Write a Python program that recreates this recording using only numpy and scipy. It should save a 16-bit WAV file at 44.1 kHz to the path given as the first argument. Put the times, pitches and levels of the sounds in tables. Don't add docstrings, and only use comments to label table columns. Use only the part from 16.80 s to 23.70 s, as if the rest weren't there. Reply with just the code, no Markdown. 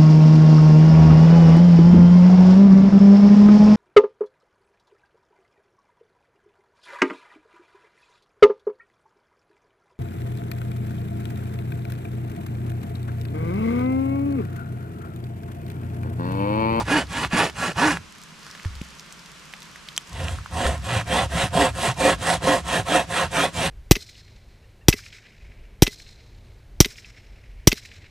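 import sys
import numpy as np
from scipy import signal
from scipy.fft import rfft, irfft, next_fast_len
from scipy.io import wavfile
from scipy.ndimage import uniform_filter1d, map_coordinates

SR = 44100
rng = np.random.default_rng(int(sys.argv[2]) if len(sys.argv) > 2 else 0)


def dump_mix(stems):
    frames = np.atleast_2d(stems).T
    limited = np.clip(frames, -1, 1)
    pcm = np.round(limited * 32767).astype(np.int16)
    wavfile.write(sys.argv[1], SR, pcm)


N = 304290
TIME = np.arange(N) / SR

# (start [s], end [s], hardest press [share of the stroke],
# rasp of the wood [dB], hiss of the steel [dB], depth of the bite [dB], shake of the branch [dB],
# tooth rate at full speed [Hz], tooth hum [dB])
STROKES = [(-.25, .044, 0.77, -22, -32.5, 9, -22, 226, -36),
           (.044, .263, 0.48, -19, -35.5, 2, -35.5, 305, -23.5),
           (.263, .488, 0.74, -24.5, -38.5, -1.5, -33.5, 262, -32),
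           (.492, .722, .42, -18.5, -33, 2.5, -43, 325, -31),
           (.722, .942, .67, -25, -38, 2.5, -40, 262, -34.5),
           (.942, 1.199, 0.36, -18.5, -33, 1.5, -35.5, 312, -21.5),
           (3.28, 3.63, 0.48, -33.5, -45.5, -2, -27, 80.04, -29.5),
           (3.688, 4.01, 0.51, -25, -38, 5.5, -27.5, 251, -31.5),
           (4.005, 4.246, 0.66, -23.5, -37.5, 0.5, -36, 122.2, -27),
           (4.246, 4.482, 0.57, -19, -33.5, 2, -29, 233.5, -28),
           (4.482, 4.702, 0.61, -21, -33, -1, -31, 235, -32),
           (4.702, 4.925, .53, -17.5, -32, 3.5, -28, 285, -25),
           (4.925, 5.15, 0.65, -22, -32.5, 0.5, -34, 233.4, -31.5),
           (5.15, 5.373, 0.58, -17.5, -30.5, 4, -31, 297, -26),
           (5.373, 5.597, 0.62, -21, -32.5, -1, -34, 238.6, -33),
           (5.597, 5.829, 0.43, -18, -32, 3.5, -33.5, 296.5, -24),
           (5.829, 6.039, 0.62, -20.5, -32.5, 2.5, -34, 240.6, -32),
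           (6.039, 6.262, 0.51, -19, -32, 2.5, -37.5, 320, -28.5),
           (6.262, 6.493, 0.61, -22, -33.5, -1.5, -33, 232.7, -34),
           (6.493, 6.714, 0.55, -19, -33, 2, -37, 290, -31.5),
           (6.714, 6.921, 0.62, -21.5, -33, -2, -30.5, 239, -30.5)]
# (time since the turn [s], level [dB])
GRIP = [(0.02, -1), (0.028, 0)]
# (tooth rate [Hz], shake [dB])
SHAKE_BY_RATE = [(10, -14.5), (66, -3.5), (130, -1), (240, -6), (320, -3)]
# (frequency [Hz], level [dB])
FIRST_COLOUR = [(60, -27.5), (170, -10), (350, -8), (700, -6.5), (1500, -22.5), (2200, -10.5),
                (3200, -15.5), (4800, -16.5), (6500, -19.5), (9000, -21.5), (10500, -24), (12500, -37),
                (15000, -45)]
SECOND_COLOUR = [(60, -45), (170, -17.5), (350, -16), (700, -13.5), (1500, -18.5), (2200, -19), (3200, -21),
                 (4800, -25.5), (6500, -26), (9000, -24), (10500, -31.5), (12500, -39.5), (15000, -53)]
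# (frequency [Hz], width [Hz], lift [dB])
FIRST_RESONANCES = [(826, 26, 8), (935, 39, 11.5), (1050, 71, 7), (1154, 103, 12), (1382, 153, 17.5),
                    (1505, 45, 16), (1689, 113, 15), (1840, 250, 10), (2513, 93, 10), (2895, 220, 8),
                    (3350, 77, 9.5), (7200, 610, 3)]
SECOND_RESONANCES = [(408.4, 19, 7.2), (532, 39, 14.4), (687, 76, 10.6), (742, 38, 8.7),
                     (914.3, 26.6, 11.7), (1050, 88, 11.5), (1297, 32, 9.7), (1455, 91, 5.6),
                     (1652, 33, 10.7), (1881, 280, 9.7), (2420, 13, 15.5), (2666, 110, 8.4),
                     (2890, 120, 7.7), (3272, 107, 9.7), (3790, 750, 5.2), (7610, 110, 4.5)]
# (frequency [Hz], level [dB])
SWAY_COLOUR = [(20, -36), (45, -13.5), (66, 1.5), (88, -3.5), (115, -9), (160, -18), (300, -37),
               (800, -120)]
FLEX_COLOUR = [(70, -38), (110, -1), (145, -2), (172, 8), (205, -10.5), (250, -7), (330, -9), (900, -120)]
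# (frequency [Hz], level [dB])
HUM_COLOUR = [(35, -27), (65, 0.5), (120, 0), (170, 0), (220, -11.5), (265, -2.5), (300, 1), (345, -1.5),
              (700, -32)]
# (frequency [Hz], likeness [0-1])
WORK_ALIKE = [(170, 1), (860, 0.98), (1900, 0.94), (2900, 0.93), (4100, 0.78), (6200, 0.84), (8300, 1),
              (11000, 0.88), (14000, 0.31)]
# (frequency [Hz], left over right [dB])
WORK_BALANCE = [(60, 1.5), (100, -2), (180, 0), (310, -1), (550, -2.5), (950, -3.5), (1650, -2.5),
                (2860, -1.0), (4970, -1), (8640, 1), (15000, 3)]
# (frequency [Hz], lead [rad])
WORK_LEAD = [(170, -0.02), (500, -0.074), (860, -0.092), (1400, -0.13), (1900, -0.34), (2400, -0.6),
             (2900, -0.56), (3400, -0.61), (4100, -0.26), (5000, -0.31), (6200, -0.49), (8300, -0.5),
             (11000, -0.47), (14000, -0.01)]
# (time [s], level [dB], pitch [Hz], time to fade by 60 dB [s])
BRANCH_TONES = [(0.532, -13.5, 195, 0.073), (0.545, -13, 221, 0.065), (1.857, -16, 88.6, 0.14),
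                (1.905, -30.5, 65.1, 0.45), (1.962, -31, 64.5, 0.33), (2.015, -15, 184, 0.016),
                (3.858, -15.5, 70, 0.4), (4.166, -20.5, 113.5, 0.32), (4.553, -18, 165, 0.099),
                (4.636, -15.5, 122, 0.13), (4.754, -14.5, 171, 0.13), (5.084, -18, 122, 0.18),
                (5.646, -19.5, 164, 0.13), (5.991, -20.5, 114.7, 0.13)]
# (time [s], level [dB])
SNAP = [(3.178, -11)]
# (frequency [Hz], level [dB], time to fade by 60 dB [s])
SNAP_TONES = [(1150, -45, 0.0045), (3050, -16, 0.02), (3210, -4, 0.017), (3500, -9, 0.012),
              (6300, -0.5, .004), (7400, 0.5, 0.0033), (9720, -3, 0.0037)]
# (time [s], level [dB])
SLEEVE = [(1.5, -85), (1.6, -53), (1.69, -45), (1.76, -49.5), (1.8, -54), (1.87, -45.5), (1.95, -81),
          (2.05, -90)]
# (frequency [Hz], level [dB])
SLEEVE_COLOUR = [(200, -11), (600, -15), (1500, -2), (2500, -15), (5000, -8.5), (10000, -23), (15000, -36)]
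# (time [s], level [dB], pitch [Hz], ring [cycles])
TICKS = [(0.4485, -9, 1750, 1.2), (0.698, -17.5, 2620, 1.1), (1.1711, -14.5, 1560, 1.3),
         (1.4364, -28, 6420, 2.8), (1.712, -26, 5120, 3.1), (1.8494, -21, 1550, 0.5),
         (1.9538, -27, 5130, 1), (2.4602, -29, 5250, 1.6), (1.7514, -23.5, 1900, 0.85),
         (1.798, -26, 2140, 2.5), (2.014, -26.5, 2600, 2.75), (2.1963, -26, 5400, 3),
         (2.3248, -24.5, 6440, 2.3), (2.7375, -19, 1960, 1.5), (2.821, -25.5, 4000, 1.6),
         (2.8298, -28, 6700, 1.7), (2.9589, -27.5, 1770, 2.4), (3.0873, -19, 3400, 2.2),
         (3.1649, -18.5, 5200, 2.3), (3.5864, -24, 1300, 3.3), (3.6601, -23.5, 1340, 3.4),
         (3.3302, -27, 5650, 2), (3.4835, -16, 2800, 4), (3.8674, -8.5, 1630, 0.5),
         (4.2126, -16, 1500, 2.2)]
# (time [s], level [dB])
RAIN = [(1.25, -50), (1.48, -50), (1.68, -48.5), (3.05, -49), (3.25, -48.5)]
# (frequency [Hz], level [dB])
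RAIN_COLOUR = [(240, -23), (400, -4.5), (623, -3), (784, -5), (986, 2.5), (1170, 3.5), (2020, 0.5),
               (2880, 0), (3350, -1.5), (3620, -3), (5550, -4.5), (7420, -8.5), (12500, -20), (15500, -39)]
# (frequency [Hz], likeness [0-1])
RAIN_ALIKE = [(60, 0.59), (150, 0.76), (380, 0.23), (950, 0.8), (2380, 0.43), (5980, 0.69), (15000, 0.22)]
# (frequency [Hz], level [dB])
AIR_COLOUR = [(12, -43), (20, -11), (59, -7), (118, -18), (135, -3.5), (160, 0.5), (201, -4), (231, -6),
              (259, -12.5), (409, -14), (600, -28), (780, -57), (1320, -120)]
# (frequency [Hz], time to fade by 60 dB [s])
FOREST = [(200, 0.59), (1500, 0.12), (10000, 0.05)]

TURN_PRESS = 0.025
UNEVEN_DB = 0.27
SHAKE_LAG_S = 0.031
RASP_POWER, HUM_POWER, HISS_POWER, HISS_SPEED_POWER = 1.85, 2.15, 1, 0.6
DRIPS_PER_S, DRIP_DB, DRIP_SCATTER_DB = 8, -33.5, 2.5
DRIP_HZ, DRIP_SCATTER_OCTAVES, DRIP_CYCLES = 5460, 0.15, 2.3
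AIR_DB = -52.5
TOP_HZ = 15600


def amp(db):
    return 10 ** (np.asarray(db) / 20)


def unit(x):
    return x / np.sqrt(np.mean(x ** 2) + 1e-20)


def along(points, hz):
    f, v = np.transpose(points)
    return np.interp(np.log(hz + 1), np.log(f + 1), v)


def curves(rows):
    s, *cols = np.transpose(rows)
    return [np.interp(TIME, s, c) for c in cols]


def wobble(rate):
    return map_coordinates(rng.standard_normal(int(N * rate / SR) + 4), [TIME * rate])


def delayed(pair, delay_s):
    return np.array([np.interp(TIME - delay_s, TIME, side) for side in pair])


def filtered(x, response):
    size = 2 * next_fast_len((N + SR) // 2)
    return irfft(rfft(x, size) * response(np.fft.rfftfreq(size, 1 / SR)), size)[..., :N]


def causal(db):
    cepstrum = irfft(np.log(amp(db)))
    half = len(cepstrum) // 2
    return np.exp(rfft(np.r_[cepstrum[0], 2 * cepstrum[1:half], np.zeros(half)]))


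def band(hz, low_hz, high_hz, order=8):
    return -10 * np.log10((1 + (hz / high_hz) ** order) * (1 + (low_hz / (hz + 1)) ** order))


def add(track, s, sound):
    part = track[..., round(s * SR):][..., :sound.shape[-1]]
    part += sound[..., :part.shape[-1]]


def spread(pair, alike):
    turn = lambda hz: np.arccos(np.clip(along(alike, hz), -1, 1)) / 2
    mid, side = filtered(pair, lambda hz: np.array([np.cos(turn(hz)), np.sin(turn(hz))]))
    return np.array([mid + side, mid - side])


def grains(rate, scatter_db):
    hit = rng.random((2, N)) < rate / SR
    size = amp(scatter_db * rng.standard_normal((2, N)))
    return unit(hit * rng.standard_normal((2, N)) * size)


def saw(bite=0.12, steel_bite=0.14, hiss_lift_db=2.0, flex_db=-25.5, flex_growth=0.44,
        overtone_db=-9, near_s=0.001045, far_s=0.00197, reflection=0.028):
    first = TIME < 2
    teeth, rasp, hiss, shake, hum, depth_db, travel = hand()
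    hiss = hiss * amp(hiss_lift_db)
    phase = 2 * np.pi * teeth
    clumps = amp(0.92 * wobble(70))
    tearing = grains(rate=9000, scatter_db=1.5) * (1 + bite * np.cos(phase)) * clumps
    sliding = grains(rate=26000, scatter_db=3.0) * (1 + steel_bite * np.cos(phase)) * clumps
    sliding = sliding * amp(1.26 * wobble(50))

    delay_s = near_s + (far_s - near_s) * travel
    tearing = patchy(tearing + reflection * delayed(tearing, delay_s), depth_db=2.0)
    sliding = patchy(sliding + reflection * delayed(sliding, delay_s), depth_db=2.0)

    depth_db = depth_db + 0.96 * wobble(25)
    sound = cut(tearing, sliding, FIRST_COLOUR, FIRST_RESONANCES, rasp * first, hiss * first, depth_db)
    sound = sound + cut(tearing, sliding, SECOND_COLOUR, SECOND_RESONANCES,
                        rasp * ~first, hiss * ~first, depth_db)

    rumble = lambda colour: unit(filtered(rng.standard_normal(N), lambda hz: amp(along(colour, hz))))
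    sway = shake * rumble(SWAY_COLOUR)
    flex = rasp ** flex_growth * amp(flex_db) * rumble(FLEX_COLOUR)

    tone = np.sin(phase) + amp(overtone_db) * np.sin(2 * phase)
    tone = unit(tone * amp(1.3 * wobble(45)))
    tone = filtered(hum * tone, lambda hz: amp(along(HUM_COLOUR, hz)))
    return spread(sound, WORK_ALIKE) + sway + flex + tone


def hand(arc=0.91, unsteady=0.022):
    rate, rasp, hiss, shake, hum, depth_db, travel = np.zeros((7, N))
    for k, stroke in enumerate(STROKES):
        start, end, hardest, rasp_db, hiss_db, bite_db, shake_db, top_hz, hum_db = stroke
        inside = (TIME >= start) & (TIME < end)
        done = (TIME[inside] - start) / (end - start)
        speed = np.abs(np.sin(np.pi * done)) ** arc
        swell = np.sin(np.interp(done, [0, np.clip(hardest, 0.05, 0.95), 1], [0, np.pi / 2, np.pi]))
        press = np.abs(TURN_PRESS + (1 - TURN_PRESS) * swell)
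        rate[inside] = top_hz * speed
        grip_db = np.interp(TIME[inside] - start, *np.transpose(GRIP))
        rasp[inside] = amp(rasp_db + grip_db) * press ** RASP_POWER
        hiss[inside] = amp(hiss_db + grip_db) * press ** HISS_POWER * speed ** HISS_SPEED_POWER
        shake[inside] = amp(shake_db + along(SHAKE_BY_RATE, rate[inside]))
        hum[inside] = amp(hum_db) * press ** HUM_POWER
        depth_db[inside] = bite_db
        travel[inside] = (1 + (-1) ** k * np.cos(np.pi * done)) / 2
    keep = np.exp(-1 / (SHAKE_LAG_S * SR))
    shake = signal.lfilter([1 - keep], [1, -keep], shake)
    falter = amp(UNEVEN_DB * wobble(35))
    teeth = np.cumsum(rate * (1 + unsteady * wobble(60))) / SR
    return teeth, rasp * falter, hiss * falter, shake, hum, depth_db, travel


def cut(tearing, sliding, colour, resonances, rasp, hiss, depth_db, wood_hz=1150, steel_hz=4300):
    def body(hz):
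        peaks = sum(db / (1 + (2 * (hz - centre) / width) ** 2) for centre, width, db in resonances)
        return along(colour, hz) + peaks

    ring = unit(filtered(tearing, lambda hz: causal(body(hz) + band(hz, 22, steel_hz))))
    ring = unit(delayed(ring, 0.0009 * wobble(11)))
    wood = filtered(ring, lambda hz: amp(band(hz, 20, wood_hz)))
    blade = ring - wood
    steel = unit(filtered(sliding, lambda hz: causal(body(hz) + band(hz, steel_hz, SR))))
    return rasp * (wood * amp(depth_db / 2) + blade * amp(-depth_db / 2)) + hiss * steel


def patchy(pair, depth_db):
    z = signal.stft(pair, nperseg=512)[2]
    field = uniform_filter1d(rng.standard_normal(z.shape[1:]), size=5, axis=0)
    field = uniform_filter1d(field, size=14, axis=1)
    return signal.istft(z * amp(depth_db * unit(field)), nperseg=512)[1][:, :N]


def branch_tones(attack_s=0.00067):
    out, t = np.zeros(N), np.arange(SR // 3) / SR
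    for s, db, pitch_hz, t60 in BRANCH_TONES:
        fade = amp(db - 60 * t / t60) * (1 - np.exp(-t / attack_s))
        add(out, s, fade * np.sin(2 * np.pi * pitch_hz * t))
    return out


def snap(echo_s=0.00273, echo_db=-18, low_hz=900, high_hz=11500):
    out, t = np.zeros(N), np.arange(SR // 16) / SR
    ring = sum(amp(db - 60 * t / t60) * np.sin(2 * np.pi * hz * t) for hz, db, t60 in SNAP_TONES)
    for s, db in SNAP:
        add(out, s, amp(db) * ring)
        add(out, s + echo_s, amp(db + echo_db) * ring)
    return filtered(out, lambda hz: causal(band(hz, low_hz, SR, order=3) + band(hz, 1, high_hz, order=12)))


def sleeve():
    level_db, = curves(SLEEVE)
    crinkle = filtered(grains(rate=1600, scatter_db=7.5), lambda hz: causal(along(SLEEVE_COLOUR, hz)))
    return amp(level_db) * unit(spread(crinkle, WORK_ALIKE))


def ticks(rise=0.32, tail_db=-15, tail_t60=0.024):
    out, t = np.zeros(N), np.arange(SR // 16) / SR
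    for s, db, pitch_hz, cycles in list(TICKS) + drips():
        age = t * pitch_hz / (rise * cycles)
        tick = (age * np.exp(1 - age)) ** 2 * np.sin(2 * np.pi * pitch_hz * t)
        resonance = signal.iirpeak(min(pitch_hz, SR / 4), 2, SR)
        rustle = unit(signal.lfilter(*resonance, rng.standard_normal(len(t))))
        add(out, s, amp(db) * (tick + rustle * amp(tail_db - 60 * t / tail_t60)))
    return out


def drips():
    seconds = N / SR
    chance = rng.standard_normal((round(DRIPS_PER_S * seconds), 2))
    rows = []
    for size, pitch in chance:
        level_db = DRIP_DB + DRIP_SCATTER_DB * size
        pitch_hz = DRIP_HZ * 2 ** (DRIP_SCATTER_OCTAVES * pitch)
        rows.append((rng.uniform(0, seconds), level_db, pitch_hz, DRIP_CYCLES))
    return rows


def rain(lift_db=2.0, near_db=-7.5):
    level_db, = curves(RAIN)
    near = np.diff(grains(rate=39, scatter_db=1.0), prepend=0)
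    drops = rng.standard_normal((2, N)) + amp(near_db) * near
    patter = unit(spread(filtered(drops, lambda hz: causal(along(RAIN_COLOUR, hz))), RAIN_ALIKE))
    air = filtered(rng.standard_normal((2, N)), lambda hz: amp(along(AIR_COLOUR, hz)))
    air = unit(spread(air, RAIN_ALIKE) * amp(0.46 * wobble(5.24)))
    return amp(level_db + lift_db + 0.37 * wobble(42)) * patter + amp(AIR_DB) * air


def forest(x):
    hz, t, z = signal.stft(rng.standard_normal((2, SR // 2)), SR, nperseg=256)
    tail = signal.istft(z * amp(-60 * t / along(FOREST, hz)[:, None]), SR, nperseg=256)[1]
    return signal.fftconvolve(x, tail / np.linalg.norm(tail[0]), axes=1)[:, :N]


def scene():
    sides = np.array([[0.5], [-0.5]])
    work = saw() + branch_tones() + snap() + sleeve() + ticks()
    balance = lambda hz: amp(sides * along(WORK_BALANCE, hz))
    lead = lambda hz: np.exp(1j * sides * along(WORK_LEAD, hz))
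    near = filtered(work, lambda hz: balance(hz) * lead(hz))
    return near + amp(-29.0) * forest(near) + rain() * amp(sides * -0.8)


def record(dry):
    return filtered(dry, lambda hz: hz < TOP_HZ)


dry = scene()
out = record(dry)
dump_mix(out)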